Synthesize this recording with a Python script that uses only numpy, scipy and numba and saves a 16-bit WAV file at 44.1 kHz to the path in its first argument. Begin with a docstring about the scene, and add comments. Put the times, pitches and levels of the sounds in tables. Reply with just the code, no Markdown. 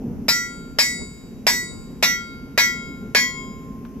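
"""An open tent workshop, on a closely spaced microphone pair near a small steel anvil.
A low rumble and faint hiss run from the start, and wind puffs on the microphones in the first 2 s.
From 0.3 s a smith taps the anvil six times, at different places on its face. Each blow cracks and
wakes the anvil's modes differently; the steel stand clanks and the rebounding hammer sings briefly.
Tools, bench and canvas return short reflections. One faint tick comes near the end."""
import sys
import numpy as np
from scipy import signal
from scipy.fft import rfft, irfft
from scipy.io import wavfile
from scipy.ndimage import uniform_filter1d
from numba import njit

SR = 44100
rng = np.random.default_rng(int(sys.argv[2]) if len(sys.argv) > 2 else 0)


def materialize(psi):
    """Save the field psi as 16-bit PCM at rate SR to the path in sys.argv[1].

    A 1-D psi becomes a single channel; in a 2-D psi each row is a channel.
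    """
    bounded = np.clip(np.atleast_2d(psi).T, -1, 1)
    quanta = np.round(bounded * 32767).astype(np.int16)
    wavfile.write(sys.argv[1], SR, quanta)


N = 176400


def undb(db):
    """Decibels to gain."""
    return 10 ** (np.asarray(db) / 20)


def fade(t, t60):
    """Exponential decay, 60 dB down after t60 seconds."""
    return np.exp(-np.log(1000) * t / max(t60, 1e-3))


def noise(spectrum, size, channels=2):
    """Unit noise coloured by (pitch_hz, relative_db) points, falling steeply beyond them."""
    hz, db = np.array(spectrum, float).T
    f = np.maximum(np.fft.rfftfreq(size, 1 / SR), 1)
    skirts = np.minimum(hz[-1] / f, 1) ** 4 * np.minimum(f / hz[0], 1) ** 2
    gain = undb(np.interp(np.log(f), np.log(hz), db)) * skirts
    y = irfft(rfft(rng.standard_normal((channels, size))) * gain, size)
    return y / y.std()


def wander(rate_hz):
    """Slow random drift with a spread of 1."""
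    span = int(SR / rate_hz)
    steps = np.repeat(rng.standard_normal(N // span + 1), span)
    y = uniform_filter1d(uniform_filter1d(steps, span), span)[:N]
    return y / y.std()


def add(out, start_s, sound):
    """Mix a sound in at its time."""
    i = int(start_s * SR)
    out[:, i:i + sound.shape[1]] += sound[:, :N - i]


def mic_pair(noises, alike_hz=2200):
    """Two microphones close together hear the same lows and unrelated highs."""
    left, other = rfft(noises)
    size = noises.shape[1]
    alike = 1 / (1 + (np.fft.rfftfreq(size, 1 / SR) / alike_hz) ** 2)
    right = alike * left + np.sqrt(1 - alike ** 2) * other
    return irfft(np.array([left, right]), size)


# Spectrum of the rumble: pitch_hz, relative_db
RUMBLE_SPECTRUM = [(25, -11), (55, -5.5), (95, -13.5), (150, -2.5), (265, 2), (310, -14), (345, -9.5),
                   (430, -10), (550, -22.5), (900, -31)]
# Its course, loudest at the start: time_s, level_db
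RUMBLE_COURSE = [(.2, -30), (.4, -39), (1.4, -37.5), (4, -35.5)]


def rumble():
    """The low, wavering rumble of the place, the same at both microphones."""
    level_db = np.interp(np.arange(N) / SR, *np.array(RUMBLE_COURSE).T)
    return noise(RUMBLE_SPECTRUM, N, channels=1) * undb(level_db + 1.5 * wander(rate_hz=15))


# Spectrum of wind on a microphone: pitch_hz, relative_db
WIND_SPECTRUM = [(20, -14.5), (70, -4), (140, -16.5), (300, -16.5), (1500, -41)]
# Puffs of wind: peak_s, half_length_s, above_breeze_db
PUFFS = [(0.157, 0.08, 9), (1.016, 0.026, 13), (1.75, 0.066, 8.5)]


def wind(breeze_db=-44.5):
    """A breeze with three puffs, blowing right on each microphone."""
    t = np.arange(N) / SR
    puffs_db = sum(db * np.exp(-((t - peak) / half) ** 2) for peak, half, db in PUFFS)
    return noise(WIND_SPECTRUM, N) * undb(breeze_db + puffs_db - 0.5 * wander(rate_hz=17))


# Spectrum of the hiss: pitch_hz, relative_db
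HISS_SPECTRUM = [(1200, -1), (2600, -2.5), (4000, -13), (6000, -4), (9000, -20.5), (12000, -5)]


def hiss(level_db=-59):
    """Faint, steady air in the tent."""
    return undb(level_db) * mic_pair(noise(HISS_SPECTRUM, N))


# Spectrum of the contact crack: pitch_hz, relative_db
CRACK_SPECTRUM = [(300, -17), (1000, 0), (2000, 9), (3000, -0.5), (7500, -7), (15000, -17)]


def crack(t, level_db=-16.5, t60_s=0.022, chatter_per_s=190, chatter_db=1.5, chatter_t60_s=0.04):
    """Steel meets steel, then the anvil chatters on its stand in a fading train of hits."""
    chance, size = rng.random((2, len(t)))
    hits = (chance < chatter_per_s / SR) * size * undb(chatter_db) * fade(t, chatter_t60_s)
    hits[0] = 1  # the blow itself
    power = signal.fftconvolve(hits ** 2, fade(t, t60_s) ** 2)[:len(t)]
    return undb(level_db) * np.sqrt(np.abs(power)) * mic_pair(noise(CRACK_SPECTRUM, len(t)))


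def knock(t, pitch_hz=582, level_db=-9, t60_s=0.0099, delay_s=0.0012):
    """The blow drives the stand into the ground with a dull knock."""
    age = np.maximum(t - delay_s, 0)
    envelope = fade(age, t60_s) * np.tanh(2 * pitch_hz * age)
    return undb(level_db) * envelope * np.sin(2 * np.pi * pitch_hz * age)


def contact(ground_db=-9.5, ground_delay_s=0.0048):
    """Crack and knock reach the microphones directly, then by a longer path off the ground."""
    t = np.arange(SR // 8) / SR
    direct = crack(t) + knock(t)
    reflected = np.pad(direct, ((0, 0), (int(ground_delay_s * SR), 0)))[:, :len(t)]
    return direct + undb(ground_db) * reflected


def left_lead(hz, most_rad=1.53, corner_hz=1670):
    """Phase by which the left microphone leads, most in the treble."""
    return most_rad * np.tanh(hz / corner_hz)


def partial(t, hz, pan_db, waver_hz=16.55, waver_depth=0.28):
    """One ringing mode at the two microphones, its level wavering a little at each."""
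    phase = rng.uniform(0, 2 * np.pi) + left_lead(hz) * np.array([[1], [0]])
    drifts = rng.standard_normal((2, 64))
    waver = np.array([np.interp(t * waver_hz, np.arange(64), drift) for drift in drifts])
    sides = undb(np.array([[pan_db], [-pan_db]]) / 2)
    sides /= np.sqrt(np.mean(sides ** 2))
    return sides * np.exp(waver_depth * waver) * np.sin(2 * np.pi * hz * t + phase)


RING_RISE_S = 0.0055  # anvil ring and clank
# Anvil modes: pitch_hz, level_db, t60_s, left_over_right_db, half_waves_along_face, node_place (0-1)
ANVIL_MODES = [(1051.6, -34, 3.14, -2.5, 1.075, 0.08), (1389.7, -25.5, 1.37, -0.5, 2.704, 0.24),
               (1672, -10.5, 0.18, -0.5, 3.16, 0.07), (2177.3, -15.5, 0.81, 8, 2.155, 0),
               (2460, -14, 0.18, -5.5, 5.42, 0.02), (3240, -26, 0.72, 2, 0.94, 0.97),
               (3841, -32, 1.07, 5.5, 0.64, 0.44), (3933, -14, 0.26, 6.5, 0.49, 0.75),
               (4317, -22, 0.38, 10, 1.13, 0.22), (4470, -12.5, 0.25, 4, 2.24, 0.08),
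               (4658, -32, 1.1, -11, 4.53, 0.16), (4880, -10.5, 0.2, 0.5, 5.99, 0.11),
               (4990, -27, 0.81, 2.5, 4.72, 0.07), (5090, -2, 0.2, 2.5, 2.19, 0.13),
               (5280, -18, 0.202, -4.5, 2.58, 0.16), (5428, -12, 0.27, 6, 2.46, 0.13),
               (5736, -18, 0.25, -3, 1.06, 0.16), (7103, -19.5, 0.76, -1, 2.526, 0.11),
               (7350, -20, 0.32, -3, 4.84, 0.19), (7820, -23, 0.72, 5, 2.06, 0.115),
               (10700, -38.5, 0.36, -10, 2.68, .345), (11610, -20.5, .19, -4, 2.36, .17),
               (13170, -27, .25, -8, 2.14, .115)]


def anvil(place, node_leak=0.062):
    """Each mode rings according to how far the blow lands from its nodes."""
    out = np.zeros((2, 2 * SR))
    for hz, db, t60, pan_db, half_waves, node in ANVIL_MODES:
        t = np.arange(int(min(t60, 2) * SR)) / SR
        drive = np.hypot(node_leak, np.sin(np.pi * half_waves * (place - node)))
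        envelope = fade(t, t60) * (1 - np.exp(-t / RING_RISE_S))
        add(out, 0, undb(db) * drive * envelope * partial(t, hz, pan_db))
    return out


TOP_HZ = 14600  # upper edge of the clank and of the microphone channels
# Trend of the resonances of anvil and stand: pitch_hz, mode_level_db, t60_s, left_over_right_db
CLANK_TREND = [(398.3, -43, 0.075, -1.5), (700, -33, 0.08, -1.5), (983, -30.5, 0.13, -6.5),
               (1210, -43, 0.15, 2.5), (1730, -25, 0.083, -1.5), (2390, -24.5, 0.13, 5),
               (2840, -38.5, 0.16, -3.5), (4990, -27.5, 0.18, 5), (8500, -53, 0.23, 0.5),
               (11400, -38.5, 0.23, -4), (14500, -34.5, 0.17, -6)]


def clank_pitches(base_gap_hz=25.24, gap_share=0.016):
    """Anvil and stand resonate at irregular pitches, further apart towards the treble."""
    hz = [CLANK_TREND[0][0]]
    for stretch in rng.uniform(0.5, 1.5, size=400):
        hz.append(hz[-1] + stretch * (base_gap_hz + gap_share * hz[-1]))
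    return np.array(hz)


def clank(hz, scatter_db=4.5):
    """A crowd of weak, quickly damped resonances of anvil and stand, each woken by chance."""
    t = np.arange(SR // 2) / SR
    trend_hz, *columns = np.array(CLANK_TREND, float).T
    db, t60, pan_db = (np.interp(np.log(hz), np.log(trend_hz), column) for column in columns)
    size, phase, skew = rng.standard_normal((3, len(hz)))
    lead = left_lead(hz) * (1 + skew / 2)
    gain = undb(db + scatter_db * size) * np.exp(1j * np.pi * phase)
    sides = gain * np.array([undb(pan_db / 2) * np.exp(1j * lead), undb(-pan_db / 2)])
    heard = hz < TOP_HZ
    poles = 2j * np.pi * hz - np.log(1000) / t60
    rings = np.exp(np.outer(poles[heard], t))  # one damped tone a row
    return (sides[:, heard] @ rings).imag * (1 - np.exp(-t / RING_RISE_S))


# Modes of the hammer head: pitch_hz, level_db, hold_factor, t60_s, left_over_right_db
HAMMER_MODES = [(1962, -15.5, 1.365, 0.21, -2), (5899, -16.5, 0.77, 0.33, -4.5),
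                (13900, -32.5, 1.07, .22, -15)]


def hammer(hold_s, swell_s=0.074):
    """The head's ring swells as it bounces clear of the face, holds, then dies."""
    t = np.arange(SR // 2) / SR
    ring = np.zeros((2, len(t)))
    for hz, db, hold_factor, t60, pan_db in HAMMER_MODES:
        hold_then_decay = 1 / np.hypot(1, fade(hold_factor * hold_s - t, t60))
        ring += undb(db) * hold_then_decay * partial(t, hz, pan_db)
    return np.interp(t, [0, swell_s], [0.46, 1]) * ring


def workshop(direct, level_db=-11.5, t60_s=0.26, delay_s=0.013):
    """Tools, bench and canvas scatter brief reflections, which arrive behind the direct sound."""
    t = np.arange(SR // 2) / SR
    echo = rng.standard_normal((2, len(t))) * fade(t, t60_s) * (t > delay_s)
    echo /= np.sqrt((echo ** 2).sum(1, keepdims=True))
    return direct + undb(level_db) * signal.fftconvolve(direct, echo, axes=1)[:, :N]


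# Spectrum of the tick: pitch_hz, relative_db
TICK_SPECTRUM = [(1200, 5), (2800, -8), (9000, -29)]


def tick(level_db=-43.5, t60_s=0.071):
    """One faint tick somewhere in the tent."""
    t = np.arange(SR // 4) / SR
    return undb(level_db) * fade(t, t60_s) * mic_pair(noise(TICK_SPECTRUM, len(t)))


# The smith's blows: start_s, ring_db, contact_and_clank_db, hammer_db, hold_s, place_on_face (0-1)
HAMMER_BLOWS = [(0.2826, -1.5, 0, -6, .11, 0.05), (0.7864, 1.5, 2.5, -9.5, 0.1, 0.98),
                (1.4668, -0.5, 5, -5.5, .1, 0.96), (2.026, -1, 3.5, -2, 0.071, 0.1),
                (2.5768, 0.5, 4.5, -4, 0.08, 0.14), (3.148, 0, 4, -5, 0.079, 0.59)]


def scene():
    """At the microphones: six blows and a tick in the workshop, over rumble, wind and hiss."""
    out = np.zeros((2, N))
    clank_hz = clank_pitches()  # the same steel for every blow
    for start_s, ring_db, clank_db, hammer_db, hold_s, place in HAMMER_BLOWS:
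        add(out, start_s, undb(clank_db) * contact())
        add(out, start_s, undb(ring_db) * anvil(place))
        add(out, start_s, undb(clank_db) * clank(clank_hz))
        add(out, start_s, undb(hammer_db) * hammer(hold_s))
    add(out, start_s=3.85, sound=tick())
    return workshop(out) + rumble() + wind() + hiss()


@njit
def follow(x, attack, release):
    """Envelope follower with separate rates of rise and fall."""
    envelope, level = np.empty(len(x)), 0.
    for i in range(len(x)):
        level += (x[i] - level) * (attack if x[i] > level else release)
        envelope[i] = level
    return envelope


def record(dry):
    """Behind the microphones a look-ahead limiter holds the blows down, peaks clip and the top is cut."""
    limit_db, attack_s, release_s = -11.5, 0.0012, 0.0064
    level = follow(np.abs(dry).mean(0), 1 / (attack_s * SR), 1 / (release_s * SR))
    ahead = np.interp(np.arange(N) + attack_s * SR, np.arange(N), level)
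    limited = dry / np.maximum(ahead / undb(limit_db), 1)
    lowpass = signal.ellip(10, 0.2, 85, TOP_HZ, fs=SR, output="sos")
    return signal.sosfilt(lowpass, np.clip(limited, -0.85, 0.85))


dry = scene()
out = record(dry)
materialize(out)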